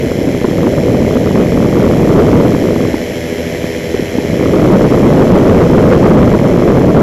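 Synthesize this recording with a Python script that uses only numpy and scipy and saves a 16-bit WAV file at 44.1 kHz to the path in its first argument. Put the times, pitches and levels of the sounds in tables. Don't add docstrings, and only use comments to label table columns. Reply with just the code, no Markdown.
import sys
import numpy as np
from scipy import signal
from scipy.fft import rfft, irfft
from scipy.io import wavfile
from scipy.ndimage import map_coordinates

SR = 44100
rng = np.random.default_rng(int(sys.argv[2]) if len(sys.argv) > 2 else 0)


def unload_audio(sound):
    columns = np.transpose(np.atleast_2d(sound))
    steps = np.round(np.clip(columns, -1, 1) * 32767)
    wavfile.write(sys.argv[1], SR, steps.astype(np.int16))


N = 309582
TIME, HZ = np.arange(N) / SR, np.fft.rfftfreq(N, 1 / SR)

# time in seconds, level in dB before gusts and lulls.
WIND_COURSE = [(0.0, -14), (0.45, -12.5), (0.6, -9.5), (1.4, -8), (2.05, -5), (2.78, -8), (3.0, -18.5),
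               (3.3, -24.5), (4.05, -20.5), (4.35, -12.5), (4.65, -4.5), (6.1, -3.5), (6.5, -5.5),
               (7.0, -4.5)]
# start in seconds, peak in dB before the overall buffet level.
SET_BUFFETS = [(0.213, -2), (0.449, 2.5), (0.668, 6), (2.941, 4), (3.946, -2), (4.184, 2.5), (4.332, 0.5),
               (4.464, 0.5)]
# frequency in Hz, relative level in dB per Hz.
WIND_COLOUR = [(20, -23), (40, -10), (80, -4.5), (160, 0), (260, -0.5), (450, -3.5), (600, -6.5),
               (750, -17), (1000, -30), (1600, -63), (4000, -60)]
# frequency in Hz, relative level in dB per Hz.
EDDY_COLOUR = [(20, -18.5), (60, -11), (120, -1), (190, 1.5), (300, -1), (450, -2), (580, -5), (750, -19.5),
               (1000, -34.5), (2000, -58), (4000, -69.5)]
# frequency in Hz, relative level in dB per Hz.
ROAR_COLOUR = [(20, -22), (45, -8), (75, 1.5), (200, -2.5), (500, 0), (650, -4), (780, -9.5), (920, -16),
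               (1350, -21.5), (1750, -17), (2100, -14), (2750, -28), (3200, -22), (3700, -36), (6000, -50)]
# frequency in Hz, relative level in dB per Hz.
CLATTER_COLOUR = [(500, -2), (1200, -11.5), (1700, -4), (2400, -4.5), (2750, -11.5), (3350, -10.5),
                  (3700, -13), (4700, -13), (7300, -15), (8400, -27), (10000, -26.5), (11500, -20),
                  (13500, -22.5), (15500, -40)]
# centre in Hz, width in Hz, boost or cut in dB on top of the clatter colour.
CASING = [(2030, 710, 5.5), (3110, 820, 8.5), (3710, 160, -4.5), (4034, 360, 6), (5350, 310, 6),
          (6050, 490, 5.5), (7300, 240, 3.5), (9450, 360, 4.5), (10000, 300, -3.5), (10950, 1260, 9),
          (12050, 350, -4), (13100, 670, 5.5)]
# time in seconds, level change in dB, treble shelf in dB.
CLATTER_COURSE = [(0, -1, 1), (1, 0.1, -1.5), (2, 0, 1), (2.7, 0.5, 0), (3.4, 1.5, -0.5), (4.2, 1.5, -2.5),
                  (5, 1, -1), (6, 0.5, -3.5), (7, -2, -2)]
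# frequency in Hz, level of the knocks in dB relative to the hiss.
KNOCK_COLOUR = [(1000, -18), (2000, -2.5), (2800, -11.5), (4500, -9), (5400, 0), (6500, -4), (7300, 2),
                (9000, -8), (11000, -1.5), (13000, -4), (15000, -8)]
# time in seconds, engine firings per second before a slight unsteadiness.
ENGINE_SPEED = [(0.6, 117.1), (1.4, 119.0), (2.55, 120.0), (3.6, 120.0), (4.5, 119.35), (5.0, 119.9),
                (5.5, 119.05), (6.4, 115.9), (6.9, 115.25)]
# multiple of the firing rate, multiple of the blade rate, level in dB rms before wavering.
TONES = [(1, 0, -35.2), (2, 0, -33.0), (3, 0, -37.3), (4, 0, -33.7), (7, 0, -47.0), (8, 0, -51.3),
         (14, 0, -52.4), (18, 0, -54.6), (0, 1, -31.4), (0, 2, -31.2), (0, 3, -30.7), (0, 6, -33.7),
         (0, 7, -35.1), (2, 1, -30.5), (2, 2, -26.9), (2, 3, -30.2), (2, 4, -36.5), (2, 5, -39.8)]

BLADES_PER_FIRING = .7039
BUFFETS_PER_S, BUFFET_ONSET_DB = 8, -17.5
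BUFFET_DB, BUFFET_SPREAD_DB = -1.5, 1
LULLS_PER_S, LULL_DB, LULL_S = 1.5, -8, .011
GUST_DB, GUST_HZ = 1.0, 7
EDGE_HZ = 15650


def amp(db):
    return 10 ** (np.asarray(db) / 20)


def unit(x):
    return x / np.sqrt(np.mean(x ** 2) + 1e-20)


def curve(rows, axis=1):
    rows = np.array(rows)
    return np.interp(TIME, rows[:, 0], rows[:, axis])


def spectrum(points):
    hz, db = np.transpose(points)
    return np.interp(np.log(HZ + 1), np.log(hz), db)


def coloured(x, db):
    return unit(irfft(rfft(x) * amp(db), N))


def noise():
    return rng.standard_normal(N)


def drift(rate_hz):
    return unit(irfft(rfft(noise()) * np.exp(-(HZ / rate_hz) ** 2), N))


def chance_times(per_s):
    return TIME[rng.random(N) < per_s / SR]


def beat(cycles, sharpness):
    pulse = np.exp(sharpness * np.cos(2 * np.pi * cycles))
    return pulse / pulse.mean()


def wind_strength():
    lulls = np.zeros(N)
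    for s in chance_times(LULLS_PER_S):
        near = abs(TIME - s) < 4 * LULL_S
        lull = np.exp(-((TIME[near] - s) / LULL_S) ** 2)
        lulls[near] = np.maximum(lulls[near], lull)
    return amp(curve(WIND_COURSE) + GUST_DB * drift(GUST_HZ) + LULL_DB * lulls)


def rush(strength):
    level_db, flutter_db = -2.0, 2.2
    flutter = unit(amp(flutter_db * drift(90)))
    rumble = coloured(noise(), spectrum(WIND_COLOUR))
    return amp(level_db) * strength ** 1.15 * flutter * rumble


def eddies(strength):
    full_rate, level_db = 450, -1.2
    lumps = unit(amp(5 * drift(60)))
    passed = np.cumsum(full_rate * strength ** 1.7 * lumps) / SR
    arrivals = np.diff(np.floor(passed), prepend=0)
    size = strength ** .24 * rng.uniform(.55, 1.35, N) * rng.choice([-1, 1], N)
    kicks = size * arrivals * np.sqrt(SR / full_rate)
    log_gain = np.log(amp(spectrum(EDDY_COLOUR)))
    mirrored = np.r_[log_gain, log_gain[-2:0:-1]]
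    phase = -signal.hilbert(mirrored).imag[:len(HZ)]
    thump = irfft(np.exp(log_gain + 1j * phase), N)
    return amp(level_db) * signal.fftconvolve(kicks, thump / np.linalg.norm(thump))[:N]


def buffets(level_db=1, middle_hz=300, length_s=0.002215):
    weakness = amp(BUFFET_ONSET_DB - curve(WIND_COURSE))
    times = chance_times(BUFFETS_PER_S / (1 + weakness ** 4))
    sizes_db = BUFFET_DB + BUFFET_SPREAD_DB * noise()[:len(times)]
    rows = list(SET_BUFFETS) + list(zip(times, sizes_db))
    out = np.zeros(N)
    for (s, db), (pitch, phase) in zip(rows, rng.random((N, 2))):
        first = max(int((s - 4 * length_s) * SR), 0)
        near = slice(first, int((s + 6 * length_s) * SR))
        t = TIME[near] - s - length_s
        swing_hz = middle_hz * 2 ** ((pitch - .5) / 2)
        swing = np.cos(2 * np.pi * (swing_hz * t + phase))
        out[near] += amp(db + level_db) * np.exp(-(t / length_s) ** 2) * swing
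    return out


def roar(firings, level_db=-24):
    pulses = beat(firings * BLADES_PER_FIRING, 1.35)
    return amp(level_db) * coloured(noise() * np.sqrt(pulses), spectrum(ROAR_COLOUR))


def clatter(firings, level_db=-29.5):
    firing_depth, stroke_depth, blade_depth = .42, .22, .27
    cycle = unit(irfft(np.exp(2j * np.pi * rng.random(181))))
    knocks = map_coordinates(cycle, [firings % 1 * len(cycle)], order=3, mode="grid-wrap")
    knocks = irfft(rfft(knocks) * amp(spectrum(KNOCK_COLOUR)), N)
    power = beat(firings, firing_depth) * beat(2 * firings, stroke_depth) * beat(4 * firings, stroke_depth)
    power = power * beat(firings * BLADES_PER_FIRING, blade_depth)
    colour = spectrum(CLATTER_COLOUR)
    for hz, width, db in CASING:
        colour = colour + db / (1 + (2 * (HZ - hz) / width) ** 2)
    ring = coloured((noise() + knocks) * np.sqrt(power), colour)
    treble = irfft(rfft(ring) * HZ ** 2 / (HZ ** 2 + 8000 ** 2), N)
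    extra_treble = (amp(curve(CLATTER_COURSE, axis=2)) - 1) * treble
    return amp(level_db + curve(CLATTER_COURSE)) * (ring + extra_treble)


def drone(firings, waver_db=2):
    out = np.zeros(N)
    for firing, blade, db in TONES:
        wobble = .022 * drift(10)
        phase = (firing + blade * BLADES_PER_FIRING) * firings + wobble + rng.random()
        level = amp(db + waver_db * drift(9.3))
        out += level * np.sqrt(2) * np.cos(2 * np.pi * phase)
    return out


def scene():
    unsteady = .0012 * drift(12)
    firings = np.cumsum(curve(ENGINE_SPEED) * (1 + unsteady)) / SR
    strength = wind_strength()
    wind = rush(strength) + eddies(strength) + buffets()
    machine = roar(firings) + clatter(firings) + drone(firings)
    return (wind + machine)[None]


def record(dry, hiss_db=-56):
    ceiling, knee = .695, 12
    clipped = dry / (1 + abs(dry / ceiling) ** knee) ** (1 / knee)
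    hissy = clipped + amp(hiss_db) * noise()
    low_pass = signal.firwin(801, EDGE_HZ, window=("kaiser", 9), fs=SR)
    return signal.oaconvolve(hissy, low_pass[None], "same")


dry = scene()
out = record(dry)
unload_audio(out)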